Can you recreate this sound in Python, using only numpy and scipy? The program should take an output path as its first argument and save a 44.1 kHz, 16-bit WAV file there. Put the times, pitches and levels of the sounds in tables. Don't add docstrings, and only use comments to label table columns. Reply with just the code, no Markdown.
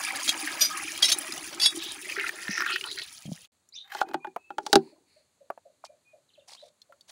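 import sys
import numpy as np
from scipy import signal
from scipy.fft import rfft, irfft, next_fast_len
from scipy.io import wavfile
from scipy.ndimage import uniform_filter1d, map_coordinates

SR = 44100
rng = np.random.default_rng(int(sys.argv[2]) if len(sys.argv) > 2 else 0)


def wrap_up_sound(samples):
    columns = np.atleast_2d(samples).T
    tamed = np.clip(columns, -1, 1)
    steps = np.round(tamed * 32767).astype(np.int16)
    wavfile.write(sys.argv[1], SR, steps)


N = 313536

# frequency in Hz, level in dB per Hz.
AIR_COLOUR = [(47, -34), (80, -5), (586, -11.5), (3140, -19.5), (4380, -13), (5350, -25), (6670, -13.5),
              (9930, -19.5), (15800, -36.5)]
# start in seconds, length in seconds, level in dB.
SWELL_TIMES = [(4.786, 0.11, -64.5), (5.046, 0.15, -69)]
# frequency in Hz, level in dB per Hz.
SWELL_COLOUR = [(1300, -20), (2400, -4.5), (3300, -21.5), (4400, 3), (5400, -19.5), (10000, -14),
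                (11500, -31)]
SWELL_RELEASE_S = 0.3
# start in seconds, level in dB before the echo levels.
MILL_HOOTS = [(4.919, -56.5), (5.158, -57), (5.404, -51), (5.65, -49), (5.89, -49.5), (6.129, -50.5),
              (6.374, -51), (6.621, -45), (6.891, -52.5)]

# start in seconds, length in seconds, middle pitch in Hz, level in dB.
BIRD_WHISTLES = [(4.054, 0.089, 2530, -57.5), (4.2, 0.079, 2437, -58.5), (4.374, 0.17, 2614, -64.5),
                 (5.825, 0.076, 2440, -72.5), (6.048, 0.092, 2470, -68)]
# start in seconds, level in dB.
BIRD_TWEETS = [(6.286, -68), (6.334, -62), (6.388, -66.5)]
# start in seconds, length in seconds, start, middle and end pitch in Hz, level in dB.
BIRD_CHIRPS = [(3.723, 0.053, 3800, 5260, 6330, -47.5), (3.734, 0.068, 2090, 3020, 3500, -58.5),
               (3.753, 0.043, 3870, 3650, 4140, -42), (3.8, 0.0326, 4120, 3804, 3970, -46),
               (6.56, 0.089, 2360, 3970, 3450, -57)]
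WHISTLE_ARCH = .025
CHIRP_RASP = .028
BENDS_PER_S = 65

# start in seconds, peak level in dB.
DULL_TAPS = [(4.362, -22), (5.502, -22), (5.576, -36.5), (5.839, -33.5)]
# frequency in Hz, level in dB per Hz.
TAP_COLOUR = [(60, -36.5), (700, 7.5), (1200, -1.5), (2400, -20.5), (4000, -36.5)]
# start in seconds, length in seconds, level in dB.
SCUFF_TIMES = [(3.9, 0.13, -51), (4.593, 0.19, -54.5), (5.845, 0.0104, -46.5), (6.475, 0.02, -46),
               (6.491, 0.065, -50.5), (6.529, 0.16, -65.5), (7.072, 0.11, -45.5)]
# frequency in Hz, level in dB per Hz.
SCUFF_COLOUR = [(100, -29.5), (800, 1.5), (1300, -10), (2900, -2.5), (4400, 8), (10000, 1), (12500, -14)]
SCUFF_ATTACK_SHARE, SCUFF_RELEASE_S = 0.37, 0.041
# start in seconds, length in seconds, level in dB.
SWAYS = [(3.962, 0.089, -46), (4.524, 0.18, -52), (4.753, 0.075, -58.5)]
SWAY_ATTACK_SHARE, SWAY_RELEASE_S = 0.64, 0.69

# start in seconds, length in seconds, level in dB.
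RIM_RUBS = [(3.813, .205, -38), (4.036, 0.069, -51.5), (4.132, 0.0054, -35)]
# frequency in Hz, level in dB per Hz.
RUB_COLOUR = [(400, -26), (1550, 4.5), (2600, 0.5), (7000, -21.5)]
RUB_ATTACK_SHARE = 0.97
# start in seconds, then levels in dB of
HANDLE_KNOCKS = [(3.948, -48, -29, -34), (4.013, -50, -16.5, -32), (4.087, -52, -45, -48),
                 (4.112, -47, -43, -55.5), (4.142, -27, -21.5, -37), (4.245, -49, -29, -60.5),
                 (4.269, -39, -38.5, -57.5), (4.503, -46, -33, -62), (4.582, -38, -22.5, -36),
                 (4.664, -46.5, -29.5, -26), (4.729, -17.5, -12, -8), (4.755, -9, -9.5, -8.5)]
# pitch in Hz, relative level in dB, time to fall 60 dB in seconds.
BELLY_MODES = [(171, -10.5, 0.17), (243.8, -3.5, 0.17), (330, 7.5, 0.091), (367.4, 11.5, 0.098)]
# pitch in Hz, relative level in dB, time to fall 60 dB in seconds.
WALL_MODES = [(624, -4.5, 0.044), (791, -4, 0.095), (836, 7, 0.046), (1440, 1, 0.018)]
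# frequency in Hz, level in dB per Hz.
CLICK_COLOUR = [(80, -39), (500, -12), (2600, -0.5), (4200, 9), (6500, 2), (10500, -8), (13000, -23),
                (15200, -14)]
# frequency in Hz, level in dB per Hz.
RATTLE_COLOUR = [(100, -33.5), (260, -7.5), (500, -6), (900, 2.5), (1450, 11.5), (2100, -8), (3200, -4.5),
                 (6000, -31.5)]
RATTLE_DB, RATTLE_T60 = 16, 0.026

# pitch in Hz, relative level in dB.
LEVER_MODES = [(647, -13), (1960, -11), (3260, 2), (3810, -1), (5460, -4), (6310, -1), (7090, -9),
               (9130, -4), (9380, -8), (10090, -8), (11680, -13)]
# pitch in Hz, relative level in dB.
PIN_MODES = [(650, -14), (1700, -11), (3600, -4), (4890, 1), (5830, -2), (6080, -3), (6720, -11),
             (8920, -6), (11900, -6), (12200, -3)]
# pitch in Hz, relative level in dB.
ROD_MODES = [(2690, -12), (3400, 1), (3780, -2), (4610, -2), (4910, -5), (5060, -5), (5450, 0), (6680, -7),
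             (8480, -14), (9120, -10), (9440, -10), (9780, -12), (11170, -6)]
# start in seconds, level in dB before the shared gains,
# decay time of the chatter in seconds, pitch in Hz that the contact point favours.
LEVER_HITS = [(0.276, -24, 0.0062, 4600), (0.291, -18, 0.0024, 3600), (1.021, -26.5, .004, 6200),
              (1.025, -15, 0.0045, 3300), (1.035, -17, 0.015, 4500), (1.081, -20, .011, 5500),
              (1.099, -27, .004, 9100), (1.117, -17, 0.003, 6200), (1.124, -21, 0.0035, 4500)]
# start in seconds, level in dB before the shared gains,
# decay time of the chatter in seconds, favoured pitch in Hz.
PIN_HITS = [(0.606, -21.5, 0.01, 11840), (0.608, -16.5, 0.02, 5000), (0.646, -28, 0.011, 4800)]
# start in seconds, level in dB before the shared gains,
# decay time of the chatter in seconds, favoured pitch in Hz.
ROD_HITS = [(1.597, -27.5, 0.0031, 3550), (1.613, -19.5, 0.0082, 5100), (1.629, -19.5, 0.0096, 4600),
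            (1.649, -22, 0.011, 3970), (1.659, -16, 0.0016, 8260)]
# frequency in Hz, level in dB per Hz.
CONTACT_COLOUR = [(500, -19), (1700, -8), (4500, 3), (13000, -20)]
CHATTER_RISE_SHARE = 0.54
FOCUS_DB_PER_OCTAVE = 13

# start in seconds,
# peak level in dB before a shared gain, pitch in Hz.
PINGS_AND_DRIPS = [(1.186, -18.5, 9820), (3.6889, -46.5, 7010), (6.8175, -41.5, 4204),
                   (6.9233, -45.5, 1360), (7.0095, -43, 4520)]
# start in seconds, peak level in dB before a shared gain, pitch in Hz.
SPLAT_DROPS = [(0.2327, -15.5, 6550), (0.4745, -15, 1780), (1.3226, -17.5, 4960), (2.166, -16, 1930),
               (2.197, -14, 2220), (2.2925, -13, 1830), (2.4811, -15.5, 1780), (2.579, -14, 1920),
               (2.605, -11.5, 1740), (2.6212, -10.5, 1405), (2.6633, -11, 1604), (2.705, -19, 1730),
               (2.76, -10, 1860), (2.8105, -17, 2860), (2.84, -17, 3040), (2.914, -18, 3880),
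               (2.9867, -18.5, 4020), (3.018, -24.5, 3980), (3.0844, -33.5, 3940), (3.3754, -38.5, 1880)]
# start in seconds, peak level in dB, pitch in Hz.
LOW_PLOPS = [(2.49, -27.5, 196), (3.254, -35, 167), (3.276, -33, 159), (3.289, -30.5, 187),
             (3.316, -25.5, 161)]
# start in seconds, peak level in dB, pitch in Hz.
AIR_GLUGS = [(0.429, -36, 308), (1.745, -36.5, 327), (1.772, -31.5, 332), (2.175, -32, 398)]
GLUG_T60 = 0.11

# pitch in Hz, level in dB.
BUCKET_AIR_MODES = [(635, 5), (791, 6), (1280, 5), (1680, 3.5), (1950, -7.5), (2330, 0.5), (3650, -5.5)]
HOLLOW_WIDTH_SHARE = .03
HOLLOW_RISE_PER_S = .06
# start in seconds, length in seconds, level in dB, bubble pitch in Hz.
JET_SLUGS = [(0.461, 0.04, -36.5, 1900), (0.69, 0.093, -38.5, 1227), (1.775, 0.14, -39.5, 3440),
             (2.084, 0.039, -35.5, 2390), (2.153, 0.12, -32.5, 1895), (2.339, 0.17, -43, 1910),
             (2.487, 0.097, -35.5, 2130), (2.483, 0.13, -37.5, 5430), (2.566, 0.082, -33, 1663),
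             (2.638, 0.088, -34, 1560), (2.667, 0.1, -32.5, 2920), (2.716, 0.028, -35, 4580),
             (2.831, 0.048, -42, 1337), (2.849, 0.083, -40.5, 4150), (2.967, 0.033, -40, 4180),
             (2.973, 0.024, -38.5, 2090), (3.015, 0.014, -36, 3870)]
SLUG_ATTACK_SHARE, SLUG_RELEASE_S = 0.22, 0.085
SLUG_SPREAD_HZ = 800
# time in seconds, flow in dB (only its changes matter).
JET_FLOW = [(0.0, -39), (1.88, -46.5), (2.38, -49), (3.08, -54), (3.29, -59), (3.47, -60.5)]
# frequency in Hz, level in dB per Hz.
SPLASH_COLOUR = [(60, -28), (450, -7.5), (650, -7.5), (1500, -4), (2500, 7), (3600, -9)]
# frequency in Hz, level in dB per Hz.
SPRAY_COLOUR = [(900, -43.5), (2800, -2), (3800, -5), (6300, -3), (8200, -6), (10200, 3.5), (11800, -21.5),
                (15200, -22.5)]
# frequency in Hz, level in dB per Hz.
MIST_COLOUR = [(8000, -28), (11500, -6), (13500, -9.5), (15200, -2.5)]
SPLASH_DB, SPLASH_GROWS = -40.5, 1.4
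SPRAY_DB, SPRAY_GROWS = -38.5, 0.86
MIST_DB, MIST_GROWS = -47.5, 0.87
POCKET_DB, POCKET_GROWS = -51, 0.24
CHURN_DB = -65
POCKET_HZ, POCKET_RISE_HZ_PER_S = 281, 31.6
JET_BREAKS_S, JET_ENDS_S = 3.02, 3.45
JET_RELEASE_S = 0.0586
TOP_HZ = 15750


def amp(db):
    return 10 ** (np.asarray(db) / 20)


def unit(x):
    return x / np.sqrt(np.mean(x ** 2) + 1e-20)


def clock(seconds):
    return np.arange(int(seconds * SR)) / SR


def curves(rows):
    s, *columns = np.transpose(rows)
    return [np.interp(np.arange(N) / SR, s, column) for column in columns]


def wobble(rate):
    points = rng.standard_normal(int(N * rate / SR) + 4)
    return map_coordinates(points, [np.arange(N) * rate / SR])


def add(track, s, sound):
    start = max(0, round(s * SR))
    track[start:start + len(sound)] += sound[:max(0, len(track) - start)]


def stroke(s, length, attack_share, release_s):
    t = np.arange(N) / SR - s
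    rise = np.clip(t / (attack_share * length), 0, 1)
    return rise * amp(-60 * np.maximum(t - length, 0) / release_s)


def until(s):
    return amp(-60 * np.maximum(np.arange(N) / SR - s, 0) / JET_RELEASE_S)


def colour(x, points):
    m = 2 * next_fast_len(len(x) // 2 + 2048)
    hz, db = np.transpose(points)
    log_hz = np.log(np.fft.rfftfreq(m, 1 / SR) + 1)
    cepstrum = irfft(np.log(amp(np.interp(log_hz, np.log(hz), db))))
    cepstrum[1:m // 2] *= 2
    cepstrum[m // 2 + 1:] = 0
    return irfft(rfft(x, m) * np.exp(rfft(cepstrum)))[:len(x)]


def ring(modes, scatter_db, detune=0):
    t = clock(.5)
    x = np.zeros(len(t))
    for hz, db, t60 in modes:
        fade = amp(db + scatter_db * rng.normal() - 60 * t / t60)
        tone = np.sin(2 * np.pi * hz * (1 + detune * rng.normal()) * t)
        onset = (1 - np.exp(-2 * hz * t)) ** 2
        x += fade * tone * onset * rng.choice([-1, 1])
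    return x / np.linalg.norm(x)


def bubbles(rate, pitch_hz, spread, cycles, size_db, size, count=N):
    draw = rng.random((int(rate * count / SR), 4))
    at = (draw[:, 0] * count).astype(int)
    hz = np.broadcast_to(pitch_hz, N)[at] * np.exp(spread * (draw[:, 1] + draw[:, 2] - 1))
    turns = np.minimum(hz, SR / 3)[:, None] * np.arange(size) / SR
    age = turns / cycles
    strength = amp(-size_db * np.log(np.maximum(draw[:, 3], .01)))
    swell = (1 - np.exp(-2 * turns)) ** 2 * np.exp(-np.pi * age) * np.linspace(1, 0, size) ** .5
    rising = turns * (1 + 0.033 * np.minimum(age, 2))
    tone = strength[:, None] * swell * np.sin(2 * np.pi * rising)
    places = at[:, None] + np.arange(size)
    return unit(np.bincount(places.ravel(), tone.ravel(), count)[:count])


def bounces(x, share, t60):
    t = clock(.08)
    tail = rng.standard_normal(len(t)) * amp(-60 * t / t60)
    return unit(x + share * signal.fftconvolve(x, tail / np.linalg.norm(tail))[:len(x)])


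def hollow(x, s, direct_db):
    f = np.fft.rfftfreq(len(x), 1 / SR) / (1 + HOLLOW_RISE_PER_S * (s - 1))
    modes = sum(amp(db) / (1 + 1j * (f / hz - hz / (f + 1)) / HOLLOW_WIDTH_SHARE)
                for hz, db in BUCKET_AIR_MODES)
    return unit(irfft(rfft(x) * (amp(direct_db) + modes), len(x)))


def yard(x, t60):
    t = clock(0.44)
    noise = rng.standard_normal(len(t)) * amp(-60 * t / t60) * (1 - np.exp(-t / 0.0049))
    tail = colour(noise, [(300, 7), (3000, 3.0), (12000, -9.0)])
    return signal.fftconvolve(x, tail / np.linalg.norm(tail))[:N]


def air():
    return amp(-73.5 + wobble(1.7)) * unit(colour(rng.standard_normal(N), AIR_COLOUR))


def background_swells():
    gain = sum(amp(db) * stroke(s, length, SCUFF_ATTACK_SHARE, SWELL_RELEASE_S)
               for s, length, db in SWELL_TIMES)
    return gain * unit(colour(rng.standard_normal(N), SWELL_COLOUR))


def mill():
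    out, t = np.zeros(N), clock(0.031)
    u = t / t[-1]
    for s, db in MILL_HOOTS:
        for delay, echo_db in [(0, -0.5), (.035, -13.5)]:
            flutter = unit(uniform_filter1d(rng.standard_normal(len(t)), size=250))
            hz = 635 * (1 - 0.16 * u + 0.061 * flutter)
            swell = np.sin(np.pi * u ** 0.82) ** 2
            add(out, s + delay, amp(db + echo_db) * swell * np.sin(2 * np.pi * np.cumsum(hz) / SR))
    return out


def note(length, glide_hz, rasp):
    t = clock(length)
    u = t / length
    hz = np.polyval(np.polyfit([0, .5, 1], glide_hz, 2), u)
    jitter = unit(uniform_filter1d(rng.standard_normal(len(t)), size=30)) + wobble(BENDS_PER_S)[:len(t)]
    flutter = unit(amp(140 * rasp * wobble(450)[:len(t)]))
    swell = np.sqrt(2 * np.abs(np.sin(np.pi * u)))
    return flutter * swell * np.sin(2 * np.pi * np.cumsum(hz * (1 + rasp * jitter)) / SR)


def birds():
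    out = np.zeros(N)
    for s, length, hz, db in BIRD_WHISTLES:
        arch_hz = hz * (1 - WHISTLE_ARCH * np.array([1, 0, 1]))
        add(out, s, amp(db) * note(length, arch_hz, rasp=0.0073))
    for s, db in BIRD_TWEETS:
        add(out, s, amp(db) * note(0.029, (4450, 3330, 2550), rasp=0.0326))
    for s, length, *glide_hz, db in BIRD_CHIRPS:
        add(out, s, amp(db) * note(length, glide_hz, rasp=CHIRP_RASP))
    return out


def carrying():
    out, t = np.zeros(N), clock(.05)
    for s, db in DULL_TAPS:
        tap = colour(rng.standard_normal(len(t)) * amp(-60 * t / 0.029), TAP_COLOUR)
        add(out, s, amp(db) * tap / np.abs(tap).max())
    grains = bubbles(rate=1500, pitch_hz=3200, spread=2, cycles=9, size_db=2, size=400)
    grit = grains + .8 * rng.standard_normal(N)
    gain = sum(amp(db) * stroke(s, length, SCUFF_ATTACK_SHARE, SCUFF_RELEASE_S)
               for s, length, db in SCUFF_TIMES)
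    return out + gain * unit(colour(grit * amp(4 * wobble(140)), SCUFF_COLOUR))


def swaying():
    low = bubbles(rate=110, pitch_hz=360, spread=.35, cycles=11, size_db=2.5, size=2800)
    high = bubbles(rate=110, pitch_hz=850, spread=.25, cycles=14, size_db=1.5, size=1500)
    gain = sum(amp(db) * stroke(s, length, SWAY_ATTACK_SHARE, SWAY_RELEASE_S) for s, length, db in SWAYS)
    return gain * (low + 0.39 * high)


def rubbing():
    slips = rng.standard_normal(N) * amp(6.5 * wobble(130))
    rattle = bounces(colour(slips, RUB_COLOUR), share=0.93, t60=0.025)
    wall = unit(signal.fftconvolve(slips, ring(WALL_MODES, scatter_db=5))[:N])
    gain = sum(amp(db) * stroke(s, length, RUB_ATTACK_SHARE, SCUFF_RELEASE_S) ** 2
               for s, length, db in RIM_RUBS)
    return gain * (rattle + .5 * wall)


def knocks():
    out, t = np.zeros(N), clock(0.071)
    for s, belly_db, wall_db, click_db in HANDLE_KNOCKS:
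        snap = rng.standard_normal(len(t)) * amp(-60 * t / 0.022) * (1 - np.exp(-t / 0.0005))
        click = colour(snap, CLICK_COLOUR)
        add(out, s, amp(click_db + 17.5) * click / np.linalg.norm(click))
        add(out, s + .0015, amp(wall_db + 23.0) * ring(WALL_MODES, scatter_db=2.5, detune=0.03))
        rattle = colour(rng.standard_normal(len(t)) * amp(-60 * t / RATTLE_T60), RATTLE_COLOUR)
        add(out, s + 0.0013, amp(wall_db + RATTLE_DB) * rattle / np.linalg.norm(rattle))
        add(out, s + 0.002, amp(belly_db + 24.5) * ring(BELLY_MODES, scatter_db=0.5, detune=0.047))
    return out


def clanks(blows, modes, t60, ring_db, crack_db):
    out, t = np.zeros(N), clock(.25)
    for s, db, length, focus_hz in blows:
        rough = rng.standard_normal(len(t)) * amp(5.5 * rng.standard_normal(len(t)))
        contacts = rough * np.exp(-t / length) * (1 - np.exp(-t / (CHATTER_RISE_SHARE * length)))
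        crack = bounces(colour(contacts, CONTACT_COLOUR), share=0.96, t60=0.034)
        excited = []
        for hz, level in modes:
            octaves_off = min(abs(np.log2(hz / focus_hz)), .5)
            excited.append((hz, level - FOCUS_DB_PER_OCTAVE * octaves_off, t60))
        tone = signal.fftconvolve(contacts, ring(excited, scatter_db=3.5))[:len(t)]
        add(out, s, amp(db + ring_db) * tone / np.linalg.norm(tone))
        add(out, s, amp(db + crack_db) * crack / np.linalg.norm(crack))
    return out


def pump():
    lever = clanks(LEVER_HITS, LEVER_MODES, t60=0.062, ring_db=24.5, crack_db=23.5)
    pin = clanks(PIN_HITS, PIN_MODES, t60=0.064, ring_db=28.0, crack_db=19)
    rod = clanks(ROD_HITS, ROD_MODES, t60=0.1, ring_db=27.5, crack_db=19.5)
    return lever + pin + rod


def drops(rows, gain_db, t60, spit):
    out, t = np.zeros(N), clock(.06)
    for s, db, hz in rows:
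        modes = [(hz, 0, t60), (hz * 0.84, -10, t60), (hz * 0.78, -7, t60 / 2)]
        cluster = ring(modes, scatter_db=1.5)[:len(t)]
        burst = colour(rng.standard_normal(len(t)) * amp(-60 * t / t60),
                       [(hz / 8, -35), (hz * 0.83, -14), (hz * 1.2, 0), (hz * 4, -24)])
        x = cluster + spit * burst / np.linalg.norm(burst)
        add(out, s, amp(db + gain_db) * x / np.abs(x).max())
    return out


def plops():
    out = np.zeros(N)
    for s, db, hz in LOW_PLOPS:
        x = ring([(hz, 0, .055), (hz * 1.45, -5, .04), (620, -9, .015)], scatter_db=2.0)
        add(out, s, amp(db) * x / np.abs(x).max())
    for s, db, hz in AIR_GLUGS:
        x = ring([(hz, 0, GLUG_T60)], scatter_db=0)
        add(out, s, amp(db) * x / np.abs(x).max())
    return out


def slugs():
    out, n = np.zeros(N), SR // 4
    for s, length, db, hz in JET_SLUGS:
        spread = min(SLUG_SPREAD_HZ / hz, .4)
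        cloud = bubbles(rate=1600, pitch_hz=hz, spread=spread, cycles=24, size_db=4.5, size=900, count=n)
        cloud += 0.16 * bubbles(rate=930, pitch_hz=4080, spread=0.59, cycles=18, size_db=-1.5, size=500, count=n)
        cloud = hollow(cloud, s, direct_db=-6.5)
        cloud /= np.sqrt(np.abs(uniform_filter1d(cloud ** 2, size=1500)) + 1e-9)
        add(out, s, amp(db) * cloud * stroke(0, length, SLUG_ATTACK_SHARE, SLUG_RELEASE_S)[:n])
    return out


def water():
    n = 4 * SR
    flow_db = curves(JET_FLOW)[0][:n]
    flow_db = flow_db - flow_db[:SR].mean()
    surge = amp(2.9 * wobble(50)[:n])
    splash_surge = amp(2.9 * wobble(50)[:n])

    splash_hz = 1500 * np.exp(.2 * wobble(16))
    splash = bubbles(rate=2600, pitch_hz=splash_hz, spread=1.1, cycles=26, size_db=4.2, size=1400, count=n)
    splash = unit(colour(hollow(splash, 0.91, direct_db=3.5), SPLASH_COLOUR))
    fizz_hz = 5200 * np.exp(0.18 * wobble(30))
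    fizz = bubbles(rate=2400, pitch_hz=fizz_hz, spread=.9, cycles=42, size_db=3.5, size=600, count=n)
    ticks = bubbles(rate=2200, pitch_hz=8634, spread=0.87, cycles=3.5, size_db=7.0, size=140, count=n)
    spray = unit(colour(bounces(fizz + .8 * ticks, share=0.5, t60=0.15), SPRAY_COLOUR))
    mist = unit(colour(ticks + rng.standard_normal(n), MIST_COLOUR))
    jet = splash_surge * amp(SPLASH_DB + SPLASH_GROWS * flow_db) * splash
    jet += surge * amp(SPRAY_DB + SPRAY_GROWS * flow_db) * spray
    jet += surge * amp(MIST_DB + MIST_GROWS * flow_db) * mist

    pocket_hz = POCKET_HZ + POCKET_RISE_HZ_PER_S * np.arange(N) / SR
    pockets = bubbles(rate=200, pitch_hz=pocket_hz, spread=0.2, cycles=12, size_db=4.0, size=3600, count=n)
    pockets *= amp(POCKET_DB + POCKET_GROWS * flow_db)
    churn = bubbles(rate=81, pitch_hz=154.0, spread=1.0, cycles=3.1, size_db=3.0, size=3600, count=n)
    churn *= amp(CHURN_DB + POCKET_GROWS * flow_db)
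    whole = (jet + churn) * until(JET_ENDS_S)[:n] + pockets * until(JET_BREAKS_S)[:n]
    return np.pad(whole, (0, N - n))


def scene():
    far = birds() + mill()
    near = background_swells() + carrying() + swaying() + rubbing() + knocks() + pump()
    near += drops(PINGS_AND_DRIPS, gain_db=1.5, t60=0.032, spit=0.45)
    near += drops(SPLAT_DROPS, gain_db=-4.5, t60=0.023, spit=0.44)
    near += plops() + slugs() + water()
    near = near + amp(-25.5) * yard(near, t60=0.086)
    far = far + amp(-7.0) * yard(far, t60=0.17)
    return (near + far + air())[None]


def record(dry):
    t = np.arange(N) / SR
    live = (t < 3.475) | (t > 3.52)
    x = live * dry / (1 + (dry / .75) ** 4) ** .25
    return irfft(rfft(x) * (np.fft.rfftfreq(N, 1 / SR) < TOP_HZ), N)


dry = scene()
out = record(dry)
wrap_up_sound(out)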